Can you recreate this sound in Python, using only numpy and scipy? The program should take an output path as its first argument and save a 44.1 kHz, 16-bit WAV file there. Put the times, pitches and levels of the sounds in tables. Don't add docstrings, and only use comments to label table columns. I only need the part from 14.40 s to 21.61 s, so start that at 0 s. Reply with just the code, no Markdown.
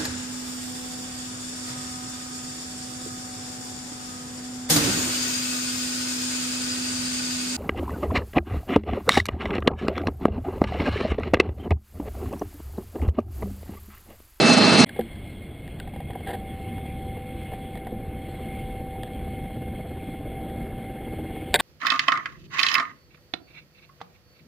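import sys
import numpy as np
from scipy import signal
from scipy.fft import rfft, irfft, next_fast_len
from scipy.io import wavfile
from scipy.ndimage import uniform_filter1d, map_coordinates

SR = 44100
rng = np.random.default_rng(int(sys.argv[2]) if len(sys.argv) > 2 else 0)


def level_to_linear(level):
    exponent = np.asarray(level, float) / 20
    return 10 ** exponent


def file_out(sig):
    cols = np.atleast_2d(sig).T
    lim = np.clip(cols, -1, 1)
    pcm = np.round(lim * 32767).astype(np.int16)
    wavfile.write(sys.argv[1], SR, pcm)


N = 317961
T = np.arange(N) / SR

JET_END_S, FIELD_START_S = .4476, .4585

# time_s, rise_db, half_length_s
FAN_SWELLS = [(.09, 9.5, 0.073), (.3, 6.5, 0.036), (.415, 4.5, 0.075)]
COMPRESSOR_SWELLS = [(.05, -10, .03), (.125, 9, 0.016), (.152, -6, .01), (.24, 4, .035), (.425, 6.5, .025)]
# time_s, rise_db
TURBINE_PUFFS = [(0.069, 3.5), (.145, 7), (.31, 1.5), (.392, 6), (.432, 5)]
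# frequency_hz, density_db_per_hz
EXHAUST_SPECTRUM = [(40, -54), (100, -14.5), (190, -3), (245, 2.5), (330, -7.5), (440, -8.5), (560, -13.5),
                    (630, -6), (740, -16), (825, -9.5), (980, -24), (1300, -14), (2400, -69)]
INTAKE_SPECTRUM = [(600, -39), (950, -8.5), (1300, -8.5), (2200, -9), (3300, -12), (4000, -10.5),
                   (4190, -3), (4400, -11), (4900, -8.5), (5100, -14), (5600, -21), (7000, -41)]
TURBINE_SPECTRUM = [(4600, -34), (5100, -6.5), (5700, -1.5), (7400, -8), (8700, -7.5), (10000, -17),
                    (11000, -35), (12000, -60)]
# frequency_hz, likeness_0_to_1
PORT_LIKENESS = [(60, 1), (130, 1), (290, 0.98), (640, 0.75), (1410, 0.82), (3100, 0.76), (6820, 1),
                 (15000, 0.99)]
# frequency_hz, left_minus_right_db
PORT_LEVEL = [(60, -6), (110, -5.5), (200, -4), (380, -3.5), (700, -5), (1290, -1.0), (2380, -0.5),
              (4400, 1), (8120, -0.5), (15000, 0)]
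# frequency_hz, left_lead_rad
PORT_LEAD = [(100, -0.49), (900, 0.18), (1800, 0.23), (4000, 0.38), (6000, -0.0061)]

# start_s, peak_db, low_part_db
NAIL_TICKS = [(.4923, -30.5, -11), (.6105, -32.5, 2), (.7547, -44.5, -19), (1.1874, -56, -4),
              (1.2775, -38, 2), (1.3997, -28, -9), (1.8063, -44, 13), (3.3544, -39, 10), (3.4481, -43, -12),
              (4.633, -30, 1), (6.0985, -41, 6)]
FINGERTIP_TAPS = [(1.474, -42.5, 13), (1.536, -51.5, 19.5), (1.5604, -42.5, 14.5), (1.6023, -43.5, 16),
                  (1.6844, -53, 14), (1.7044, -41.5, 14), (1.7315, -43, 8), (1.7529, -45.5, 24),
                  (2.3794, -42, 9), (2.4548, -49.5, 15.5), (3.1344, -42, 15), (3.3722, -40, 6),
                  (3.4675, -38.5, 14.5), (4.5544, -53, 21)]
FINGER_PATS = [(.5611, -42, 13), (1.4217, -63, 20), (2.7694, -54, 25), (3.1193, -48.5, 23.5),
               (4.6733, -46, 15), (6.9604, -44.5, 16)]
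RUB_SLIPS = [(1.862, -41, 13), (1.871, -34.5, 10.5), (1.883, -33, 5), (1.892, -37, 14),
             (1.903, -36.5, 14.5), (1.914, -42, 12), (1.931, -33, 10), (1.944, -39.5, 17)]
HAND_HEEL = [(.5915, -35.5, 20)]
CATCH_SNAP = [
    (7.1345, -38, 0),
    (7.1415, -4.5, -2.5),
]
CATCH_REBOUND = [
    (7.1465, -20.5, 2),
    (7.1528, -13.5, -0.5),
    (7.161, -41, 16),
]
CATCH_SCRAPE = [
    (7.19, -22, -11),
    (7.197, -14, 0),
    (7.203, -19.5, -2),
]
# start_s, level_db, deepest_modes_db
CASE_KNOCKS = [(0.5902, -15.5, -9.5), (1.698, -30.5, -8.5), (3.521, -27.5, -2.5), (5.164, -41, 6.5)]
# frequency_hz, level_db, t60_s
CASE_MODES = [(224.4, 2.5, 0.19), (341, -5, 0.23), (489, 5.5, 0.037), (725, 1.5, 0.027), (935, -36, 0.061)]
# frequency_hz, width_hz, level_db
SHELL_MODES = [(1435, 230, -1.5), (1500, 103, 4.5), (1650, 150, 6), (1940, 250, 3), (2780, 390, -7),
               (3330, 270, -2.5), (3990, 280, -9.5), (4640, 350, -16.5)]
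CATCH_MODES = [(1517, 126, -0.5), (1730, 120, 5), (2040, 67, -2), (2270, 420, -7.5), (3470, 340, -5),
               (3760, 190, -1.5), (4580, 250, -10), (5280, 520, -22.5)]
# frequency_hz, level_db
BODY_MODES = [(385, -5.5), (485, -3), (590, -8.5), (720, -1.5), (785, 2.5), (960, -12)]
HELD_BODY_MODES = [(365, -10), (455, -4.5), (580, -1), (715, -4), (900, -5.5), (1100, -13)]

# time_s, level_db
MOTOR_LOAD = [(1.97, -43.5), (2.47, -46.5), (2.7, -44), (3.5, -47), (4.45, -42.5), (5.09, -45.5),
              (5.6, -46), (6.2, -43.5), (6.55, -44), (6.85, -49), (7.1, -45.5)]

# frequency_hz, density_db_per_hz
RUMBLE_SPECTRUM = [(11, -52), (18, -6), (71, 0.5), (86, 1), (103, -1.5), (187, -4.5), (237, -5), (264, -17),
                   (300, -12), (390, -18), (660, -120)]
FAR_JET_SPECTRUM = [(180, -11.5), (260, 2.5), (420, -2.5), (600, -6.5), (720, -7.5), (800, -8),
                    (900, -18.5), (1150, -27.5), (1700, -21), (2100, -65)]
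HISS_SPECTRUM = [(700, -47), (1000, -16), (1300, -22.5), (1800, -18), (2700, -16.5), (3800, -27),
                 (4700, -37.5), (5500, -38.5), (6000, -47)]
# frequency_hz, width_hz, over_hiss_db
CASE_CAVITY = [(2148, 46, 19), (3332, 120, 15), (4267, 163, 11.5)]
# frequency_hz, level_db
ENGINE_ORDERS = [(80, -6), (238, -2.5), (320, -2.5), (400, -9)]
# time_s, rise_db, half_length_s
RUMBLE_SWELLS = [(1.6, 2, 0.19), (2.3, 1.5, 0.35), (4.18, 2.5, 0.23), (5.1, 2, 0.34)]
FAR_JET_SWELLS = [(3.9, 1.5, 0.2), (6.14, 3, 0.27), (6.9, 1.5, 0.4), (7.24, 0, 0.12)]
ROTOR_SLAP_SWELLS = [(.5, -3, 1), (5.5, 4, 0.63), (6.05, -4.5, 0.18), (7.1, 3, 0.62)]
ENGINE_REVS = [
    (6.2, 21, .2),
    (6.8, 25.7, 0.26),
]


def jet():
    eddies = wobble(60.3)
    exhaust_db = -15.5 + 1.4 * eddies
    intake_db = -21 + 4 * np.minimum(T, JET_END_S) + 0.4 * eddies
    puffs_db = swells([(s, db, 0.019) for s, db in TURBINE_PUFFS])
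    turbine_db = -33.5 + puffs_db + 2.7 * eddies
    pair = level_to_linear(exhaust_db) * rush(EXHAUST_SPECTRUM, patchy_db=0.07, channels=2)
    pair += level_to_linear(intake_db) * rush(INTAKE_SPECTRUM, patchy_db=0.4, channels=2)
    pair += level_to_linear(turbine_db) * rush(TURBINE_SPECTRUM, patchy_db=-1.0, channels=2)
    blades = tone(2637, -32.5 + swells(FAN_SWELLS), drift=.15)
    blades += tone(4173, -30.5 + swells(COMPRESSOR_SWELLS), drift=.16)
    return at_ports(pair, blades)


def at_ports(pair, blades):
    def spread(hz):
        angle = np.arccos(np.clip(along(PORT_LIKENESS, hz), 0, 1)) / 2
        return np.array([np.cos(angle), np.sin(angle)])

    def lean(hz):
        left = level_to_linear(along(PORT_LEVEL, hz) / 2) * np.exp(.5j * along(PORT_LEAD, hz))
        return np.array([left, 1 / left])

    mid, side = filtered(pair, spread)
    return filtered(np.array([mid + side, mid - side]) + blades, lean)


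def handling():
    def case(events, **kind):
        return contacts(events, SHELL_MODES, BODY_MODES, ring_s=0.038, **kind)

    def catch(events, **kind):
        return contacts(events, CATCH_MODES, HELD_BODY_MODES, ring_s=0.017, **kind)

    fingers = case(NAIL_TICKS, hold_s=.0022, t60_s=.015, tilt_db=-3, strike=45)
    fingers += case(FINGERTIP_TAPS, hold_s=0.0032, t60_s=0.022, tilt_db=3.5)
    fingers += case(FINGER_PATS, hold_s=0.0029, t60_s=0.028, tilt_db=-6)
    fingers += case(RUB_SLIPS, hold_s=0.0088, t60_s=0.044, tilt_db=-3.5)
    fingers += case(HAND_HEEL, hold_s=0.0044, t60_s=0.024, tilt_db=-6.5)
    metal = catch(CATCH_SNAP, hold_s=.006, t60_s=.016, tilt_db=-1.3, strike=45)
    metal += catch(CATCH_REBOUND, hold_s=0.0082, t60_s=0.019, tilt_db=-0.5)
    metal += catch(CATCH_SCRAPE, hold_s=0.0079, t60_s=.03, tilt_db=17)
    return fingers + metal + knocks()


def contacts(events, shell, body, ring_s, hold_s, t60_s, tilt_db, strike=0):
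    case, t = np.zeros(N + SR), T[:SR // 8]
    body_hz, body_db = np.transpose(body)
    tilted_db = body_db + tilt_db * np.log2(body_hz / 640)

    def thin(hz):
        return resonances(shell)(hz) / (1 + (0.59 * shell[0][0] / (hz + 1)) ** 12)

    push = strike * (np.arange(len(t)) == 4)
    blow = push - .92 * np.roll(push, 1)
    for s, db, low_db in events:
        brief = level_to_linear(-0.02 * (db + 40.5))
        after = np.maximum(t - hold_s * brief ** 2, 0)
        t60 = t60_s * brief
        grit = level_to_linear(-60 * after / t60) * (1 - np.exp(-t / 0.00012)) * rng.standard_normal(len(t))
        tick = filtered(grit + blow, thin)
        strength = level_to_linear(tilted_db + rng.normal(0, 1.5, len(body)))
        phase = rng.random((len(body), 1))
        modes = strength @ np.sin(2 * np.pi * (np.outer(body_hz, t) + phase))
        thud = level_to_linear(-60 * after / (t60 + ring_s)) * (1 - np.exp(-t / 0.00038)) * modes
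        touch = tick / abs(tick).max() + level_to_linear(low_db - 5.5) * thud / abs(thud).max()
        case[round(s * SR):][:len(t)] += level_to_linear(db + 2.5) * touch
    return case[:N]


def knocks():
    out, t = np.zeros(N + SR), T[:SR // 8]
    for s, db, deep_db in CASE_KNOCKS:
        ring = 0
        for hz, level, t60 in CASE_MODES:
            mode_db = level + deep_db * (hz < 400) - 60 * t / t60
            ring = ring + level_to_linear(mode_db) * np.sin(2 * np.pi * hz * t)
        out[round(s * SR):][:len(t)] -= level_to_linear(db) * ring * (1 - np.exp(-t / 0.0027))
    return out[:N]


def motor():
    running = np.clip((T - 1.92) / 0.014, 0, 1)
    load_db = np.interp(T, *np.transpose(MOTOR_LOAD))
    starting_db = -6 * np.exp(-np.maximum(T - 1.95, 0) / .4)
    low_db = load_db / 2 - 25.5 + starting_db + 0.73 * wobble(3.85)
    hum = tone(775, load_db + 1.5 * wobble(6)) + tone(500, low_db) + tone(1775, -69.5)
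    spin_db = -59 - 480 * np.maximum(abs(T - 2) - .05, 0)
    return running * hum + tone(580, spin_db, drift=0.37)


def airfield():
    return rumble() + far_jets() + engine() + case_hiss()


def rumble():
    since = np.maximum(T - FIELD_START_S, 0)
    level_db = -36.5 - 4.5 * np.exp(-(since / 0.92) ** 2) + swells(RUMBLE_SWELLS)
    return level_to_linear(level_db + 0.78 * wobble(7.8)) * rush(RUMBLE_SPECTRUM, patchy_db=-0.14)[0]


def far_jets():
    since = np.maximum(T - FIELD_START_S, 0)
    level_db = -45.5 - 2 * np.exp(-(since / 1.07) ** 2) + 0.62 * since + swells(FAR_JET_SWELLS)
    rotor_hz, slap_s = 17.22, 4.9925
    beat = (1 + np.cos(2 * np.pi * rotor_hz * (T - slap_s))) ** 2 / 2 - .75
    slap_db = (2 + swells(ROTOR_SLAP_SWELLS)) * beat
    return level_to_linear(level_db + slap_db + 0.34 * wobble(18)) * rush(FAR_JET_SPECTRUM, patchy_db=0.6)[0]


def engine():
    level_db = -64.5 + swells(ENGINE_REVS)
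    return sum(tone(hz, db + level_db + 2 * wobble(5.1), drift=0.25) for hz, db in ENGINE_ORDERS)


def case_hiss():
    def cavity(hz):
        return np.sqrt(1 + sum(level_to_linear(2 * db) / (1 + (2 * (hz - c) / w) ** 2) for c, w, db in CASE_CAVITY))

    hiss = unit(filtered(rush(HISS_SPECTRUM, patchy_db=2.0)[0], cavity))
    return level_to_linear(-50.5 + 1.3 * wobble(3.13)) * hiss


def rush(spectrum, patchy_db, channels=1):
    z = signal.stft(rng.standard_normal((channels, N)), nperseg=512)[2]
    field = uniform_filter1d(rng.standard_normal(z.shape[1:]), size=6, axis=0)
    field = uniform_filter1d(field, size=10, axis=1)
    noise = signal.istft(z * level_to_linear(patchy_db * unit(field)), nperseg=512)[1][:, :N]
    return unit(filtered(noise, lambda hz: level_to_linear(along(spectrum, hz))))


def tone(hz, db, drift=0):
    phase = 2 * np.pi * np.cumsum(hz + 0 * T) / SR
    return np.sqrt(2) * level_to_linear(db) * np.sin(phase + drift * wobble(25))


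def resonances(modes):
    def response(f):
        total = 0
        for k, (c, w, db) in enumerate(modes):
            total = total + (-1) ** k * level_to_linear(db) * 1j * f * w / (c * c - f * f + 1j * f * w)
        return total
    return response


def swells(rows):
    return sum(db * np.exp(-((T - s) / half) ** 2) for s, db, half in rows)


def wobble(rate):
    return map_coordinates(rng.standard_normal(int(N * rate / SR) + 4), [T * rate])


def filtered(x, response):
    n = x.shape[-1]
    m = next_fast_len(n + 8192)
    return irfft(rfft(x, m) * response(np.fft.rfftfreq(m, 1 / SR)), m)[..., :n]


def along(points, hz):
    f, v = np.transpose(points)
    return np.interp(np.log(hz + 1), np.log(f + 1), v)


def unit(x):
    return x / np.sqrt(np.mean(x ** 2) + 1e-20)


def scene():
    fade_out = np.clip((JET_END_S - T) / 0.00062, 0, 1)
    fade_in = level_to_linear(-19.5) + (1 - level_to_linear(-24)) * np.clip((T - FIELD_START_S) / 0.0045, 0, 1)
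    field = airfield() + motor() + handling()
    return jet() * fade_out + field * fade_in * (T > JET_END_S)


def band_limit(x):
    return signal.sosfilt(signal.butter(12, 16080, fs=SR, output="sos"), x)


def record(dry):
    limited = dry / (1 + abs(dry / 1.04) ** 4) ** (1 / 4)
    first = filtered(limited * (T <= JET_END_S), lambda hz: np.clip((11050 - hz) / 100, 0, 1))
    hold_hz = 12000
    slow = filtered(dry * (T > JET_END_S), lambda hz: (hz < hold_hz / 2) / np.sqrt(1 + (hz / 5500) ** 30))
    sampled = slow * (1 + 2 * np.cos(2 * np.pi * hold_hz * T))
    held = filtered(sampled, lambda hz: np.sinc(hz / hold_hz) * np.clip((15450 - hz) / 200, 0, 1))
    return band_limit(first + held)


dry = scene()
out = record(dry)
file_out(out)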